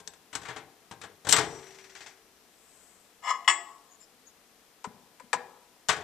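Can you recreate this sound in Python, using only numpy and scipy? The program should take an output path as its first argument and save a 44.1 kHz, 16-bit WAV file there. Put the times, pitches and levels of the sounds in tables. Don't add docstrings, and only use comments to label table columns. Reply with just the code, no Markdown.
import sys
import numpy as np
from scipy import signal
from scipy.fft import rfft, irfft, next_fast_len
from scipy.io import wavfile

SR = 44100
rng = np.random.default_rng(int(sys.argv[2]) if len(sys.argv) > 2 else 0)


def to_wav(s):
    ch = np.atleast_2d(s).T
    pcm = np.round(np.clip(ch, -1, 1) * 32767)
    wavfile.write(sys.argv[1], SR, pcm.astype(np.int16))


N = 266275
TIME = np.arange(N) / SR


def undb(db):
    return 10 ** (np.asarray(db) / 20)


def unit(x):
    return x / np.sqrt(np.mean(x ** 2))


def at_hz(points, hz):
    f, value = np.transpose(points)
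    return np.interp(np.log(hz), np.log(f), value)


def shape(x, gain):
    size = next_fast_len(len(x))
    hz = np.maximum(np.fft.rfftfreq(size, 1 / SR), 1)
    return irfft(rfft(x, size) * gain(hz), size)[:len(x)]


def band(x, lo_hz, hi_hz):
    return shape(x, lambda f: 1 / np.sqrt((1 + (lo_hz / f) ** 8) * (1 + (f / hi_hz) ** 8)))


def low_cut(x, hz):
    return signal.sosfilt(signal.butter(2, hz, "high", fs=SR, output="sos"), x)


def noise(colour, size):
    click = np.eye(1, size)[0]
    return unit(shape(click, lambda f: undb(at_hz(colour, f)) * np.exp(2j * np.pi * rng.random(len(f)))))


def fade(t60, size):
    return np.exp(-np.log(1000) * TIME[:size] / t60)


def ring(tones, size):
    power = sum(undb(db) ** 2 for _, db, _ in tones) / 2
    waves = sum(undb(db) * fade(t60, size) * np.sin(2 * np.pi * (hz * TIME[:size] + rng.random()))
                for hz, db, t60 in tones)
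    return waves * (1 - fade(0.0042, size)) / np.sqrt(power)


def add(out, start, x):
    i = max(int(start * SR), 0)
    out[i:i + len(x)] += x[:N - i]


# frequency in Hz, relative level in dB.
AIR_COLOUR = [(15, -68.5), (25, -11.5), (130, -12), (166, -7.5), (216, -3.5), (297, -3.5), (409, -6.5),
              (443, -0.5), (549, -7), (697, -5), (886, -7.5), (1430, -9), (6520, -14.5), (14500, -22.5)]

def kitchen_air(level_db=-59.5):
    return undb(level_db) * noise(AIR_COLOUR, N)


# frequency in Hz, ring time in seconds.
ECHO_TIMES = [(100, 0.67), (400, 0.73), (1000, 0.8), (3000, 0.15), (8000, 1), (14000, .25)]
# frequency in Hz, relative level in dB.
ECHO_LEVELS = [(80, -4.5), (400, -1), (1000, -12.5), (3000, -9), (8000, -24), (14000, -10)]

def kitchen_echo(x, size=SR):
    tail, white = np.zeros(size), rng.standard_normal(size)
    for hz in 62.5 * 2. ** np.arange(9):
        decay = fade(at_hz(ECHO_TIMES, hz), size) * (1 - fade(0.023, size))
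        octave = shape(white, lambda f: np.maximum(1 - np.abs(np.log2(f / hz)), 0))
        tail += undb(at_hz(ECHO_LEVELS, hz)) * octave * decay / np.linalg.norm(decay)
    return signal.fftconvolve(x, tail)[:N]


# frequency in Hz, relative level in dB.
BRUSH_COLOUR = [(1500, -12.5), (5000, -22.5), (8000, 3), (10000, -16.5), (14000, -23.5)]
# start in seconds, pitch in Hz, relative level in dB, length in seconds.
FINGER_CHIRPS = [(3.883, 6820, -61.5, 0.096), (3.978, 7310, -59.5, 0.09), (3.996, 5270, -65.5, 0.071),
                 (4.251, 6640, -59, 0.063)]

def hand(brush_s=2.813, brush_width_s=0.23, brush_db=-57):
    swell = np.exp(-((TIME - brush_s) / brush_width_s) ** 2)
    out = undb(brush_db) * swell * noise(BRUSH_COLOUR, N)
    for start, hz, db, length in FINGER_CHIRPS:
        size = int(length * SR)
        squeak = shape(rng.standard_normal(size), lambda f: 1 / (1 + ((f - hz) / 220) ** 2))
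        add(out, start, undb(db + 6.5) * unit(squeak) * np.hanning(size))
    return out


def latch_spring(start=1.335, hz=5835, beat_hz=7.15, level_db=-46):
    out = np.zeros(N)
    tone = np.sin(2 * np.pi * hz * TIME)
    twin = undb(-8) * np.sin(2 * np.pi * (hz + beat_hz) * TIME)
    add(out, start, undb(level_db) * (tone - twin) * fade(t60=2.2, size=N))
    return out


# frequency in Hz, relative level in dB.
TICK_COLOUR = [(240, -21), (400, -15.5), (517, -22), (781, -8.5), (1180, -11.5), (1940, -6), (3100, -11),
               (3840, -13), (7720, -13), (12000, -44), (15600, -65), (22000, -120)]
# time in seconds, ticks per second, relative level in dB.
DOOR_SWING = [(1.507, 25.2, -42.5), (1.75, 25.2, -42.5), (1.78, 18.1, -41), (1.9, 18.1, -42),
              (1.95, 18.1, -35), (2.065, 18.1, -35.5), (2.11, 18.1, -60), (2.19, 18.1, -53)]

def hinge(size=8192):
    out = np.zeros(N)
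    times, rates, levels = np.transpose(DOOR_SWING)
    envelope = fade(0.23, size) * (1 - fade(0.0041, size))
    now = times[0]
    while now < times[-1]:
        db = np.interp(now, times, levels)
        add(out, now, undb(db - 5.5) * noise(TICK_COLOUR, size) * envelope)
        now += 1 / np.interp(now, times, rates)
    return out


# frequency in Hz, relative level in dB.
TWANG_COLOUR = [(60, -28), (130, -10), (230, -6.5), (330, -14), (480, 0), (600, -11), (900, -7.5),
                (1400, -9.5), (1900, -7.5), (3100, -20), (8000, -26), (10000, -36.5), (14500, -48)]
# frequency in Hz, width in Hz, boost in dB.
TWANG_PEAKS = [(244.6, 12.8, 16.5), (1006, 26, 18), (1335, 136, 6), (7810, 1220, 12.5)]
# start in seconds, relative level in dB, bass change in dB, delay at 1000 Hz in seconds.
COIL_SLIPS = [(4.8425, -30, -1, 0.0021), (5.1978, -42, -3, 0.0031), (5.33, -17.5, -20, .0015)]

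def hinge_spring(size=16384):
    out = np.zeros(N)
    for start, db, bass_db, lag in COIL_SLIPS:
        def spring(f):
            delay = lag * (1000 / np.maximum(f, 220)) ** 1.8
            peaks = 1 + sum((undb(boost_db) - 1) / (1 + 2j * (f - hz) / width)
                            for hz, width, boost_db in TWANG_PEAKS)
            colour = at_hz(TWANG_COLOUR, f) + bass_db / (1 + (f / 350) ** 4)
            return undb(colour) * peaks * np.exp(-2j * np.pi * np.cumsum(delay) * SR / size)
        slip = undb(-12.5) * rng.standard_normal(size) * fade(0.072, size)
        slip[0] += 1
        twang = unit(shape(slip, spring)) * np.linspace(1, 0, size) ** 2
        add(out, start, undb(db - 14.5) * twang)
    return out


# pitch in Hz, relative level in dB when struck,
# relative level in dB when rubbed, ring time in seconds when struck.
GLASS_TONES = [(685.3, -20, -17.5, 0.23), (829, -15.5, -6.5, 0.06), (934, -9, -15.5, 0.17),
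               (1039, -3, 4.5, 0.1062), (1120, -6, -9, 0.29), (1242, -1.5, -0.5, 0.075),
               (1720, -5.5, -12, 0.16), (1944, 3, -7, 0.14), (2069, 5, -2, 0.092), (2610, -7, -31.5, 0.12),
               (2701, -10.5, -22.5, 0.11), (2943, 5, -5, 0.052), (3337, 3.5, -11, 0.04),
               (3548, -24, -24.5, 0.065), (4080, -19, -18.5, 0.11), (4630, -9, -20.5, .055),
               (5295, -7.5, -7, 0.081), (5486, -7.5, -24.5, 0.063), (6000, -38.5, -25.5, 0.093),
               (6340, -33.5, -16, 0.062), (7027, -2.5, -14, 0.16), (7370, -17, -12, 0.084),
               (7693, -10.5, -33, 0.37), (8210, -12.5, -29.5, 0.15), (10000, -20, -26.5, 0.079),
               (12600, -38.5, -42.5, .08)]
# frequency in Hz, relative level in dB.
CLINK_COLOUR = [(170, -36), (380, 0.5), (540, -28.5), (850, 4), (1200, 10), (1500, -12), (2100, 3),
                (3300, -8.5), (4200, -12.5), (8200, -6.5), (10500, -34), (14000, -69.5)]
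# time in seconds, relative level in dB.
BULB_SLIDE = [(3.21, -73), (3.24, -35.5), (3.306, -22), (3.326, -34), (3.43, -57.5)]
# start in seconds, relative level in dB.
BULB_KNOCKS = [(3.236, -54), (3.445, -52), (3.4772, -17.5), (3.484, -18.5), (3.4972, -23.5)]

def bulb(slips_per_s=1500, size=22050):
    struck = [(hz, db, t60) for hz, db, _, t60 in GLASS_TONES]
    rubbed = [(hz, db, t60 * 0.69) for hz, _, db, t60 in GLASS_TONES]
    slips = unit(rng.standard_normal(N) * (rng.random(N) < slips_per_s / SR))
    times, levels = np.transpose(BULB_SLIDE)
    slide = undb(np.interp(TIME, times, levels, left=-200, right=-200))
    rub = ring(rubbed, size) + undb(-11) * noise(CLINK_COLOUR, size) * fade(0.041, size)
    out = undb(2.5) * signal.fftconvolve(slips * slide, rub / np.linalg.norm(rub))[:N]
    for start, db in BULB_KNOCKS:
        tones = undb(9.5) * ring(struck, size)
        clink = undb(-3.5) * noise(CLINK_COLOUR, size) * fade(0.16, size)
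        add(out, start, undb(db) * (tones + clink))
    return low_cut(out, hz=420)


# pitch in Hz, relative level in dB, ring time in seconds.
CASE_TONES = [(78, -10, .2), (153.8, -8.5, 0.41), (169.4, -8.5, 0.39), (238, -19.5, .9), (386, -12.5, 2.0),
              (420, -7.5, 0.87), (451.7, 2.5, 0.1), (673, -20, 0.47), (808, -3, 0.34), (937, -2.5, 0.3),
              (1053, -4, 0.31), (1580, 2, 0.2), (2000, -20, .8)]

def case_ring(jolts, unlatch_s=1.285, latched_t60=0.37):
    latched = TIME < unlatch_s
    damped = [(hz, db, min(t60, latched_t60)) for hz, db, t60 in CASE_TONES]
    short_ring = signal.fftconvolve(jolts * latched, ring(damped, SR))[:N]
    long_ring = signal.fftconvolve(jolts * ~latched, ring(CASE_TONES, 2 * SR))[:N]
    return undb(-8) * short_ring + undb(-10) * long_ring


# frequency in Hz, relative level in dB.
PLASTIC_COLOUR = [(24, -62), (40, -40.5), (124, -3.5), (214, -16.5), (437, -3.5), (507, -10), (771, 1),
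                  (1330, -0.5), (1660, 1), (2850, -8.5), (3300, -6), (4440, -9), (8020, -1.5), (10300, -19),
                  (14500, -26.5)]
# pitch in Hz, relative level in dB, ring time in seconds.
LATCH_TONES = [(2910, -16.5, 0.051), (2975, -2.5, 0.023), (3350, 3.5, .07), (3700, 1.5, 0.24),
               (4220, 2, 0.083), (5160, -5, 0.28), (7380, 0, .08), (7660, 15, 0.16), (8200, 13, .09)]

def blow(bass_db, hardness, size=16384):
    treble_db = -11 + 29 * hardness
    rise_s = 0.032 * (0.00054 / 0.032) ** hardness
    t60 = 0.26 * (0.045 / 0.26) ** hardness
    plastic = noise(PLASTIC_COLOUR, size)
    thud = unit(band(plastic, 50, 478)) * fade(0.93 * t60, size) * (1 - fade(0.014, size))
    clatter = unit(band(plastic, 680, 3700)) * fade(t60, size)
    crack = unit(band(plastic, 3000, 14000)) * fade(0.6 * t60, size)
    tick = undb(-3.5) * low_cut(rng.standard_normal(size), 2450) * fade(0.0033, size)
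    snap = crack + tick + undb(-14.5) * ring(LATCH_TONES, size)
    push = 1 - fade(rise_s, size)
    return push * (undb(bass_db) * thud + clatter + undb(treble_db) * snap)


# start in seconds, end in seconds, relative level in dB, hardness from 0 to 1.
LOOSE_PARTS = [(0.358, 0.44, -45, .4), (1.299, 1.321, -33.5, 1), (1.388, 1.436, -34, 0.23)]

def chatter(count=4, bass_db=-4.5):
    rows = []
    for start, end, db, hardness in LOOSE_PARTS:
        for k in range(count):
            moment = start + (end - start) * (k + rng.random()) / count
            rows.append((moment, db + 2 * rng.standard_normal(), bass_db, hardness))
    return rows


def bounces(start=5.924, gap_s=0.039, loss_db=6, bass_db=-5.5, dulling=0.54):
    return [(start + k * gap_s, -29.5 - k * loss_db, bass_db, 0.38 * dulling ** k) for k in range(3)]


# start in seconds, relative level in dB, bass change in dB, hardness from 0 to 1.
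DOOR_BLOWS = [(0.001, -50, 6, 0.63), (0.0751, -44, 0.5, 0.95), (0.135, -52.5, -8, 0.6),
              (0.329, -35.5, -13.5, 0.33), (0.3519, -28, -5.5, 0.56), (0.45, -33.5, -19, 0.04),
              (0.483, -30.5, -8.5, 0.03), (0.561, -33, -7.5, 0.16), (0.911, -39, 2.5, 0.36),
              (1.014, -37.5, -22.5, 0.33), (1.034, -37, -5, 0.2), (1.248, -38, -1.5, 0.34),
              (1.269, -28, 1.5, .35), (1.289, -29, -0.5, .9), (1.293, -27.5, -7, 1),
              (1.325, -14.5, -16, 0.96), (1.331, -14, -10.5, 0.31), (1.364, -16, -17.5, 0.42),
              (1.382, -16.5, -4.5, 0.31), (5.8859, -30, -20, 0.73), (5.889, -12.5, -15.5, 0.25)]

def door():
    out, jolts = np.zeros(N), np.zeros(N)
    for start, db, bass_db, hardness in DOOR_BLOWS + bounces() + chatter():
        add(out, start, undb(db - 2.5) * blow(bass_db, hardness))
        add(jolts, start, undb([db + bass_db]))
    return out + case_ring(jolts)


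def right_side(x, scatter_hz, size=2048):
    def share(f):
        return 1 / (1 + (scatter_hz / f) ** 1.5)
    scatter = rng.standard_normal(size) * fade(0.07, size)
    stray = signal.fftconvolve(x, scatter / np.linalg.norm(scatter))[:N]
    return shape(x, lambda f: np.sqrt(1 - share(f))) + shape(stray, lambda f: np.sqrt(share(f)))


# frequency in Hz, change in dB.
RIGHT_LOSS = [(60, -7.5), (1000, -8), (3000, -8.5), (6500, -9.5), (7800, -22), (14000, -24)]

def scene():
    sources = [door(), hinge() + latch_spring(), bulb() + hand()]
    twangs = hinge_spring()
    room = kitchen_echo(sum(sources) + undb(-1.5) * twangs) + kitchen_air()
    left = sum(sources) + twangs + room
    right = sum(right_side(x, scatter_hz=5000) for x in sources + [twangs])
    right += right_side(room, scatter_hz=1800)
    return np.array([left, shape(right, lambda f: undb(at_hz(RIGHT_LOSS, f)))])


def record(dry, hiss_db=-64.5, top_hz=14400):
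    hissy = dry + undb(hiss_db) * rng.standard_normal(dry.shape)
    rounded = 0.9 * np.tanh(hissy / 0.9)
    return signal.sosfilt(signal.ellip(10, 0.2, 70, top_hz, fs=SR, output="sos"), rounded)


dry = scene()
out = record(dry)
to_wav(out)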